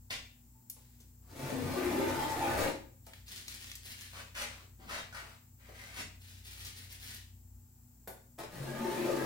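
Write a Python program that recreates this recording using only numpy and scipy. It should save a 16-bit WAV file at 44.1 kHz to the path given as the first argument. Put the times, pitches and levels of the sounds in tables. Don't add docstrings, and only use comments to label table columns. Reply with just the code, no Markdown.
import sys
import numpy as np
from scipy import signal
from scipy.fft import rfft, irfft, next_fast_len
from scipy.io import wavfile
from scipy.ndimage import uniform_filter1d

SR = 44100
rng = np.random.default_rng(int(sys.argv[2]) if len(sys.argv) > 2 else 0)


def materialize(psi):
    bounded = np.clip(np.atleast_2d(psi).T, -1, 1)
    quanta = np.round(bounded * 32767).astype(np.int16)
    wavfile.write(sys.argv[1], SR, quanta)


N = 407925
TIME = np.arange(N) / SR

# f/Hz, t60/s, level/dB along the first strip, level/dB along the second
TOP = [(63, .22, -5, -40), (97, .22, 1, -24), (133, .25, 1, 3), (151, .22, -1, -7), (229, .16, -12, -2),
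       (262, .24, 1, -5), (291, .24, 4, -2), (347, .13, 4, 5), (481, .3, -2, -7), (547, .2, 0, 1),
       (667, .14, -3, -6), (806, .14, -1, -10), (888, .26, 1, 0), (975, .14, -4, -11), (1226, .22, -5, -7),
       (1644, .2, -9, -9)]


def amp(db):
    return 10 ** (np.asarray(db) / 20)


def evened(x):
    return x / np.sqrt(np.mean(x ** 2) + 1e-20)


def peel(strip):
    # f/Hz, level/dB
    board = [(85, -84), (135, 3), (195, -12.5), (300, 2.5), (600, 4), (900, 4.5), (1400, -4.5),
             (2000, -4.5), (3000, -13), (4500, -19), (7000, -29), (12000, -23)]
    # f/Hz, level/dB
    tick_colour = [(900, 4.5), (2000, -3.5), (3200, -6), (4500, -4.5), (6500, -7), (9500, -7), (11000, -11),
                   (15500, -8)]
    easy_hz, split_hz, thump_hz = 400, 720, 152
    board_db, chatter_db, drum_db, crackle_db = 2, -8, -2, 2.5

    drum_gain, chatter_hz, fizz_gain = pull(strip, easy_hz)
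    octaves = np.log2(chatter_hz / easy_hz)
    threads = shifting(grains(per_s=1600, spread_db=0.0, clump_db=2.0, clump_hz=89.7))

    chatter = resonate(resonate(threads, chatter_hz, 93), chatter_hz, 80.6)
    chatter = amp(chatter_db) * evened(band(chatter, 190, "high"))

    wood = evened(table_top(threads, strip)) + amp(board_db) * evened(colour(threads, board))
    low = amp(drum_db) * evened(band(wood, split_hz, "low"))
    thump = amp(-3 + 3.5 * octaves) * band(low, thump_hz, "low")
    drum = band(low, thump_hz, "high")
    rasp = amp(-5.6 + 2.5 * octaves) * evened(band(wood, split_hz, "high"))

    fine_threads = grains(per_s=6800, spread_db=3.2, clump_db=1.0, clump_hz=60)
    crackle = amp(crackle_db) * grains(per_s=160, spread_db=1.8, clump_db=1.5, clump_hz=20)
    ticks = evened(colour(threads + fine_threads + crackle, tick_colour))

    stick_slip = evened(amp(.8 * drift(90)))
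    return stick_slip * (drum_gain * (thump + drum + chatter + rasp) + fizz_gain * ticks)


def pull(strip, easy_hz):
    # t/s, force as drumming level/dB, speed as chatter f/Hz
    pulls = [
        [(1.22, -80, 233), (1.41, -41.5, 261), (1.53, -42.5, 270), (1.76, -39, 312), (1.91, -35, 334),
         (2.08, -34.5, 440), (2.17, -38.5, 870), (2.32, -39.5, 890), (2.46, -36, 888), (2.67, -34.5, 980),
         (2.7, -38, 530)],
        [(8.45, -96, 400), (8.53, -46.5, 240), (8.6, -44.5, 196), (8.76, -44, 260), (8.92, -37.5, 413),
         (9.09, -38.5, 450), (9.25, -39, 394)],
    ]
    # t/s, length/s, level/dB
    tug_rows = [
        [(2.564, 0.065, -40.5)],
        [(8.378, 0.031, -44.5), (8.431, 0.0093, -65)],
    ]
    # level/dB for the first strip, for the second
    full_fizz_db = [-44, -46]
    tug_speed_hz, tug_attack_s, tug_release_s, tug_fizz_db = 550, .012, .008, -2.5
    fizz_knee_db, fizz_db_per_octave = -51, 1.5

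    gate, force_db, speed_hz = follow(pulls[strip])
    steady = gate * amp(force_db)
    tugs = sum(amp(db) * stroke(s, length, tug_attack_s, tug_release_s)
               for s, length, db in tug_rows[strip])
    flow = steady / (steady + amp(fizz_knee_db))
    flow_db = full_fizz_db[strip] + fizz_db_per_octave * np.log2(speed_hz / easy_hz)
    fizz_gain = flow * amp(flow_db) + amp(tug_fizz_db) * tugs
    return np.hypot(steady, tugs), np.where(tugs > steady, tug_speed_hz, speed_hz), fizz_gain


def shifting(x, patchy_db=3.0, size=6):
    z = signal.stft(x, nperseg=1024)[2]
    patches = uniform_filter1d(rng.standard_normal(z.shape), size=3, axis=0)
    patches = evened(uniform_filter1d(patches, size=size, axis=1))
    return evened(signal.istft(z * amp(patchy_db * patches))[1][:N])


def table_top(force, strip):
    t = TIME[:SR // 2]
    ring = np.zeros(len(t))
    for k, (hz, t60, *db) in enumerate(TOP):
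        decay = amp(db[strip] - 60 * t / t60) / np.sqrt(t60)
        ring += decay * np.sin(2 * np.pi * hz * t) * (-1) ** k
    return signal.oaconvolve(force, ring / np.linalg.norm(ring))[:N]


def singing():
    # t/s, length/s, f/Hz of the mode,
    # level/dB before scaling by root length
    excitations = [(0.538, 0.034, 888, -70.5), (1.378, 0.2, 133, -47), (1.417, 0.45, 262, -43.5),
                   (1.504, 0.25, 97, -45.5), (1.78, 0.18, 291, -42), (1.919, 0.17, 547, -43),
                   (2.122, 0.17, 888, -41), (2.3, 0.39, 806, -43.5), (2.378, 0.32, 667, -48.5),
                   (2.381, 0.13, 547, -44), (2.425, 0.21, 1226, -47), (2.6, 0.061, 481, -45),
                   (2.6, 0.11, 547, -41.5), (8.53, 0.17, 133, -47.5), (8.604, 0.22, 1644, -54),
                   (8.638, .25, 229, -48), (8.719, 0.12, 1226, -52), (8.74, 0.23, 888, -46.5),
                   (8.929, 0.26, 347, -37.5), (9.041, 0.075, 547, -36), (9.04, 0.12, 1226, -50),
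                   (9.078, .2, 262, -48), (9.168, 0.074, 1644, -47)]
    out, t = np.zeros(N), TIME[:SR]
    for s, length, hz, db in excitations:
        mode_hz, t60 = min(TOP, key=lambda mode: abs(mode[0] - hz))[:2]
        plucks = rng.standard_normal(SR) * np.sin(np.pi * np.minimum(t / length, 1))
        width_hz = np.log(1000) / np.pi / t60
        ring = resonate(plucks, np.full(SR, mode_hz), width_hz)
        add(out, s, amp(db) * np.sqrt(length) * evened(ring))
    return out


def knocks(ring_db=-20):
    # t/s, level/dB, f/Hz, fade/s
    blow_rows = [(0.765, -51.5, 500, .007), (1.001, -55, 300, 0.0061), (1.503, -31, 300, 0.0084),
                 (1.912, -23.5, 380, 0.011), (3.068, -42, 600, 0.008), (8.0745, -32.5, 560, 0.0072),
                 (8.39, -38.5, 564, 0.0085), (8.434, -33.5, 590, 0.0063), (9.071, -33, 400, 0.013),
                 (9.152, -30.5, 376, 0.012), (9.238, -28, 370, .006)]
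    blows = bursts(blow_rows, octaves=1.0, attack_s=0.00064)
    return blows + amp(ring_db) * table_top(blows, strip=1)


def leaning(sound):
    # f/Hz, left minus right level/dB
    balance = [(60, -3), (110, 2.5), (200, 1), (380, 2), (700, -1), (1290, 0.5), (8000, -0.6)]
    return np.array([colour(x, [(hz, side * db / 2) for hz, db in balance])
                     for x, side in zip(sound, (1, -1))])


def wad(level_db=2.0):
    # t/s, length/s, level/dB, swell over the squeeze/dB
    squeezes = [(0.74, 0.3, -74.5, -9), (3.02, 0.13, -65.5, 8.5), (3.253, 0.13, -50, 6.5),
                (3.45, 0.3, -53.5, -8.5), (3.82, 0.091, -51, 3.5), (3.943, 0.34, -61, -17),
                (6.192, 0.18, -59, 1), (6.431, 0.25, -53.5, 6), (6.741, 0.14, -56, -10),
                (6.888, 0.057, -50, -7), (6.99, 0.18, -52, -7)]
    # f/Hz, level/dB
    crepe = [(290, -3.5), (500, -10), (1160, -8), (1810, 2), (4020, 2), (7940, -3.5), (9720, -1.5),
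             (10400, -5), (15000, -3.5), (15900, -3)]
    attack_s, release_s = 0.03, 0.039
    creases = grains(per_s=1900, spread_db=3.0, clump_db=2.7, clump_hz=40)
    squeeze = sum(amp(db) * stroke(s, length, attack_s, release_s, swell_db)
                  for s, length, db, swell_db in squeezes)
    return amp(level_db) * squeeze * evened(colour(creases, crepe))


def sharp_snaps(level_db=-6.0):
    # t/s, level/dB, f/Hz, fade/s
    snap_rows = [(0.6983, -17, 12600, 0.0039), (0.702, -25, 13500, 0.0086), (1.002, -40, 6500, 0.018),
                 (3.065, -35, 7900, 0.0088), (3.1345, -33, 2140, 0.0036), (3.281, -32, 4500, 0.011),
                 (3.3605, -28, 4500, 0.0036), (3.378, -28, 5000, 0.0027), (3.384, -30, 6000, 0.004),
                 (3.481, -21.5, 4500, 0.0032), (3.5245, -27, 2900, 0.003), (3.54, -33.5, 7200, .012),
                 (3.6245, -31, 3170, .003), (3.643, -29, 3300, 0.003), (3.6985, -31, 4100, 0.002),
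                 (3.7155, -24, 3500, 0.0025), (3.7535, -27, 7340, 0.0055), (3.758, -38, 6500, 0.0021),
                 (3.9905, -34, 4500, 0.00093), (4.01, -30, 7100, 0.0029), (4.351, -30, 2180, 0.0046),
                 (6.648, -28.5, 5200, 0.017), (6.925, -30, 11200, 0.0065), (7.145, -28, 11400, 0.0071),
                 (8.0755, -27, 14500, 0.033), (8.39, -46, 2950, 0.012), (8.436, -35, 1800, .004)]
    return amp(level_db) * band(bursts(snap_rows, octaves=0.89, attack_s=.0005), 610, "high")


def shoes():
    # t/s, level/dB, f/Hz, fade/s
    steps = [(4.2, -52, 487, 0.021), (4.6, -54.5, 328, 0.034), (4.79, -49.5, 350, 0.024),
             (4.835, -46, 165, 0.016), (5.222, -49, 380, 0.012), (5.688, -42.5, 400, 0.0083),
             (5.985, -40, 170, 0.018)]
    # t/s, length/s, level/dB, swell over the slide/dB, attack/s, weight on the foot as bass/dB,
    # grit as treble/dB, judder f/Hz, judder level/dB, judder width/octaves
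    slides = [(0.1, 0.036, -37.5, -2, .006, 1, 3, 3100, 8, .65),
              (4.126, 0.082, -48, 4.5, .012, 5, 3, 1900, 4, .6),
              (4.343, 0.08, -39.7, 7, .012, 0, 4, 2000, 6, .45),
              (4.44, 0.2, -57, -14, .02, 3, 3, 1200, 3, .6), (4.785, 0.1, -59, 3, .01, 10, -2, 900, 4, .6),
              (4.87, 0.122, -41.5, -3, .035, -1, -2, 1200, 1.5, .8),
              (5.124, 0.016, -46, -2, .003, 0, 3, 1530, 17, .16),
              (5.136, 0.072, -46.5, -3, .01, -1, 2, 1450, 6, .55),
              (5.225, 0.13, -59, -9.5, .01, 0, 1, 1370, 3, .6),
              (5.58, 0.15, -61, 5, .02, 6, 3, 1700, 7, .45),
              (5.725, 0.21, -53.5, 1, .02, 3, 5, 2000, 7, .35),
              (5.92, 0.085, -42.7, 4, .055, 2, 7.5, 2200, 6.5, .62)]
    out = bursts(steps, octaves=0.72, attack_s=0.00093)
    for s, length, db, *manner in slides:
        add(out, s, amp(db) * scuff(length, *manner))
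    return out


def scuff(length, swell_db, attack_s, weight_db, grit_db, judder_hz, judder_db, judder_octaves):
    # f/Hz, level/dB
    sole = [(100, -5), (200, -5.5), (380, -7.5), (560, -0.5), (1000, -1.5), (1700, -1.5), (2300, -1),
            (3200, -4), (4500, -5.5), (7000, -10), (10000, -12.5), (15500, -17)]
    weight_hz, grit_hz, release_s = 446, 4800, 0.0052
    t, hz = TIME[:SR // 2], np.geomspace(80, 16000, 80)
    tread = judder_db * np.exp(-.5 * (np.log2(hz / judder_hz) / judder_octaves) ** 2)
    weight = weight_db / (1 + (hz / weight_hz) ** 2)
    grit = grit_db / (1 + (grit_hz / hz) ** 4)
    shape_db = read(sole, hz) + tread + weight + grit
    catches = grains(per_s=4500, spread_db=2.6, clump_db=2.8, clump_hz=140, size=len(t))
    scrape = colour(catches, np.c_[hz, shape_db])[:len(t)]
    return evened(scrape) * stroke(0, length, attack_s, release_s, swell_db)[:len(t)]


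def hum():
    # f/Hz, level/dB
    tones = [(59.9, -72), (119.8, -68), (240.3, -73)]
    return np.sqrt(2) * sum(amp(db + 2.2 * drift(5)) * np.sin(2 * np.pi * hz * TIME + .4 * drift(5))
                            for hz, db in tones)


def drone_and_rumble(waver_db=2.5):
    # t/s, level/dB
    swell = [(0, -59), (.25, -61), (.55, -75), (1.3, -59), (3.1, -62), (4.3, -57.5), (5.6, -62.5),
             (6.1, -56.5), (7.45, -56.5), (7.95, -69), (9.25, -67)]
    rumble_full_db, rumble_share = -58.5, 0.34
    level_db = follow(swell)[1]
    drone_gain = amp(level_db - 1 + waver_db * drift(17))
    sink_db = rumble_share * np.minimum(level_db - rumble_full_db, 0)
    rumble_gain = amp(-61.5 + sink_db + waver_db * drift(7.6))
    drone = drone_gain * wandering(92.4, wander_hz=1.11)
    rumble = rumble_gain * wandering(58, wander_hz=1.04)
    return np.sqrt(2) * (drone + rumble)


def hiss(level_db=-62.0):
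    # f/Hz, level/dB
    hiss_colour = [(20, -24), (45, -18.5), (130, -12.5), (250, -16), (450, -31), (650, -34), (850, -26.5),
                   (1100, -35), (3500, -41.5), (6800, -30.5), (7600, -22), (8300, -34), (11500, -33),
                   (14500, -24)]
    hz = np.fft.rfftfreq(N, 1 / SR)
    noise = pair(rfft(rng.standard_normal((2, N))), hz)
    return amp(level_db) * evened(irfft(noise * amp(read(hiss_colour, hz)), N))


def garage(x, wet_db, lag_ms):
    # f/Hz, t60/s
    room = [(140, 0.54), (520, 0.41), (1400, 0.4), (3700, 0.43), (9000, 0.36), (15000, 0.15)]
    count = 30000
    taps = rng.choice([-1., 1.], (2, count)) * (rng.random((2, count)) < .12) * (TIME[:count] > .003)
    hz, t, z = signal.stft(taps, SR, nperseg=256)
    decay = amp(-60 * t / read(room, hz)[:, None])
    tail = signal.istft(pair(z, hz[:, None]) * decay, SR, nperseg=256)[1]
    echo = amp(wet_db) * tail / np.linalg.norm(tail, axis=1, keepdims=True)
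    lag = round(lag_ms * SR / 1000)
    echo[0, max(lag, 0)] += 1
    echo[1, max(-lag, 0)] += 1
    return signal.oaconvolve(x[None], echo / np.sqrt(1 + amp(wet_db) ** 2), axes=1)[:, :N]


def moving(x, wet_db, lag_ms, count=3):
    turns = [np.cos(np.pi * (TIME + k / count)) ** 4 for k in range(count)]
    power = np.sqrt(sum(w ** 2 for w in turns))
    return sum(garage(x * w / power, wet_db, lag_ms) for w in turns)


def pair(z, hz, likeness=0.1, bass_hz=380, mic_gap_m=.14):
    loss = (1 - likeness) * hz ** 2 / (hz ** 2 + bass_hz ** 2)
    same = np.sinc(2 * hz * mic_gap_m / 343) * (1 - loss)
    return np.array([z[0], same * z[0] + np.sqrt(1 - same ** 2) * z[1]])


def grains(per_s, spread_db, clump_db, clump_hz, size=N):
    spread = spread_db * np.minimum(rng.exponential(1, size), 4)
    clumps = clump_db * np.clip(drift(clump_hz, size=size), -2, 2)
    clicks = rng.choice([-1, 1], size) * (rng.random(size) < per_s / SR)
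    return evened(amp(spread + clumps) * clicks)


def bursts(rows, octaves, attack_s):
    out, t, hz = np.zeros(N), TIME[:8192], np.fft.rfftfreq(8192, 1 / SR)
    for s, db, pitch, fade_s in rows:
        shape = 1 + (np.log2((hz + 1) / pitch) / octaves) ** 2
        noise = irfft(rfft(rng.standard_normal(len(t))) / shape)
        burst = noise * np.minimum(t / attack_s, 1) * np.exp(-t / fade_s)
        add(out, s, amp(db) * burst / abs(burst).max())
    return out


def stroke(start, length, attack_s, release_s, swell_db=0):
    t = TIME - start
    hold = amp(swell_db * (np.clip(t / length, 0, 1) - .5))
    return np.clip(t / attack_s, 0, 1) * hold * np.exp(-np.maximum(t - length, 0) / release_s)


def resonate(x, hz, width_hz):
    turn = np.exp(2j * np.pi * np.cumsum(hz) / SR)
    r = np.exp(-np.pi * width_hz / SR)
    return 2 * (turn * signal.lfilter([1 - r], [1, -r], x / turn)).real


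def wandering(hz, wander_hz):
    return np.sin(2 * np.pi * np.cumsum(hz + wander_hz * drift(1.54)) / SR)


def drift(rate_hz, size=N):
    fast = next_fast_len(size, True)
    slow = rfft(rng.standard_normal(fast)) / (1 + (np.fft.rfftfreq(fast, 1 / SR) / rate_hz) ** 4)
    return evened(irfft(slow, fast)[:size])


def colour(x, points):
    log_gain = np.log(amp(np.maximum(read(points, abs(np.fft.fftfreq(4096, 1 / SR))), -100)))
    taps = np.fft.ifft(np.exp(signal.hilbert(log_gain).conj())).real[:2048]
    return signal.oaconvolve(x, taps)[:N]


def band(x, hz, kind, order=3):
    return signal.sosfilt(signal.butter(order, min(hz, SR / 2 - 1), kind, fs=SR, output="sos"), x)


def read(points, hz):
    f, value = np.transpose(points)
    return np.interp(np.log(hz + 1), np.log(f + 1), value)


def follow(rows):
    s, *columns = np.transpose(rows)
    gate = uniform_filter1d(((TIME >= s[0]) & (TIME <= s[-1])) * 1., size=300)
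    return [gate] + [np.interp(TIME, s, c) for c in columns]


def add(mix, s, sound):
    part = mix[max(round(s * SR), 0):][:len(sound)]
    part += sound[:len(part)]


def scene():
    strips = moving(peel(0) + peel(1), wet_db=7.0, lag_ms=0)
    modes = garage(singing(), wet_db=-1, lag_ms=0)
    table = leaning(strips + modes + garage(knocks(), wet_db=4.0, lag_ms=0))
    crumple = moving(wad(), wet_db=4, lag_ms=-0.2)
    snaps = garage(sharp_snaps(), wet_db=-4, lag_ms=-.16)
    feet = moving(shoes(), wet_db=6.5, lag_ms=.21)
    background = hum() + drone_and_rumble() + hiss()
    mix = table + crumple + snaps + feet + background
    return mix * amp([[1.05], [-1.05]])


def record(dry):
    taps = signal.firwin(511, 15900, window=("kaiser", 9), fs=SR)
    return signal.oaconvolve(dry, taps[None], "same")


dry = scene()
out = record(dry)
materialize(out)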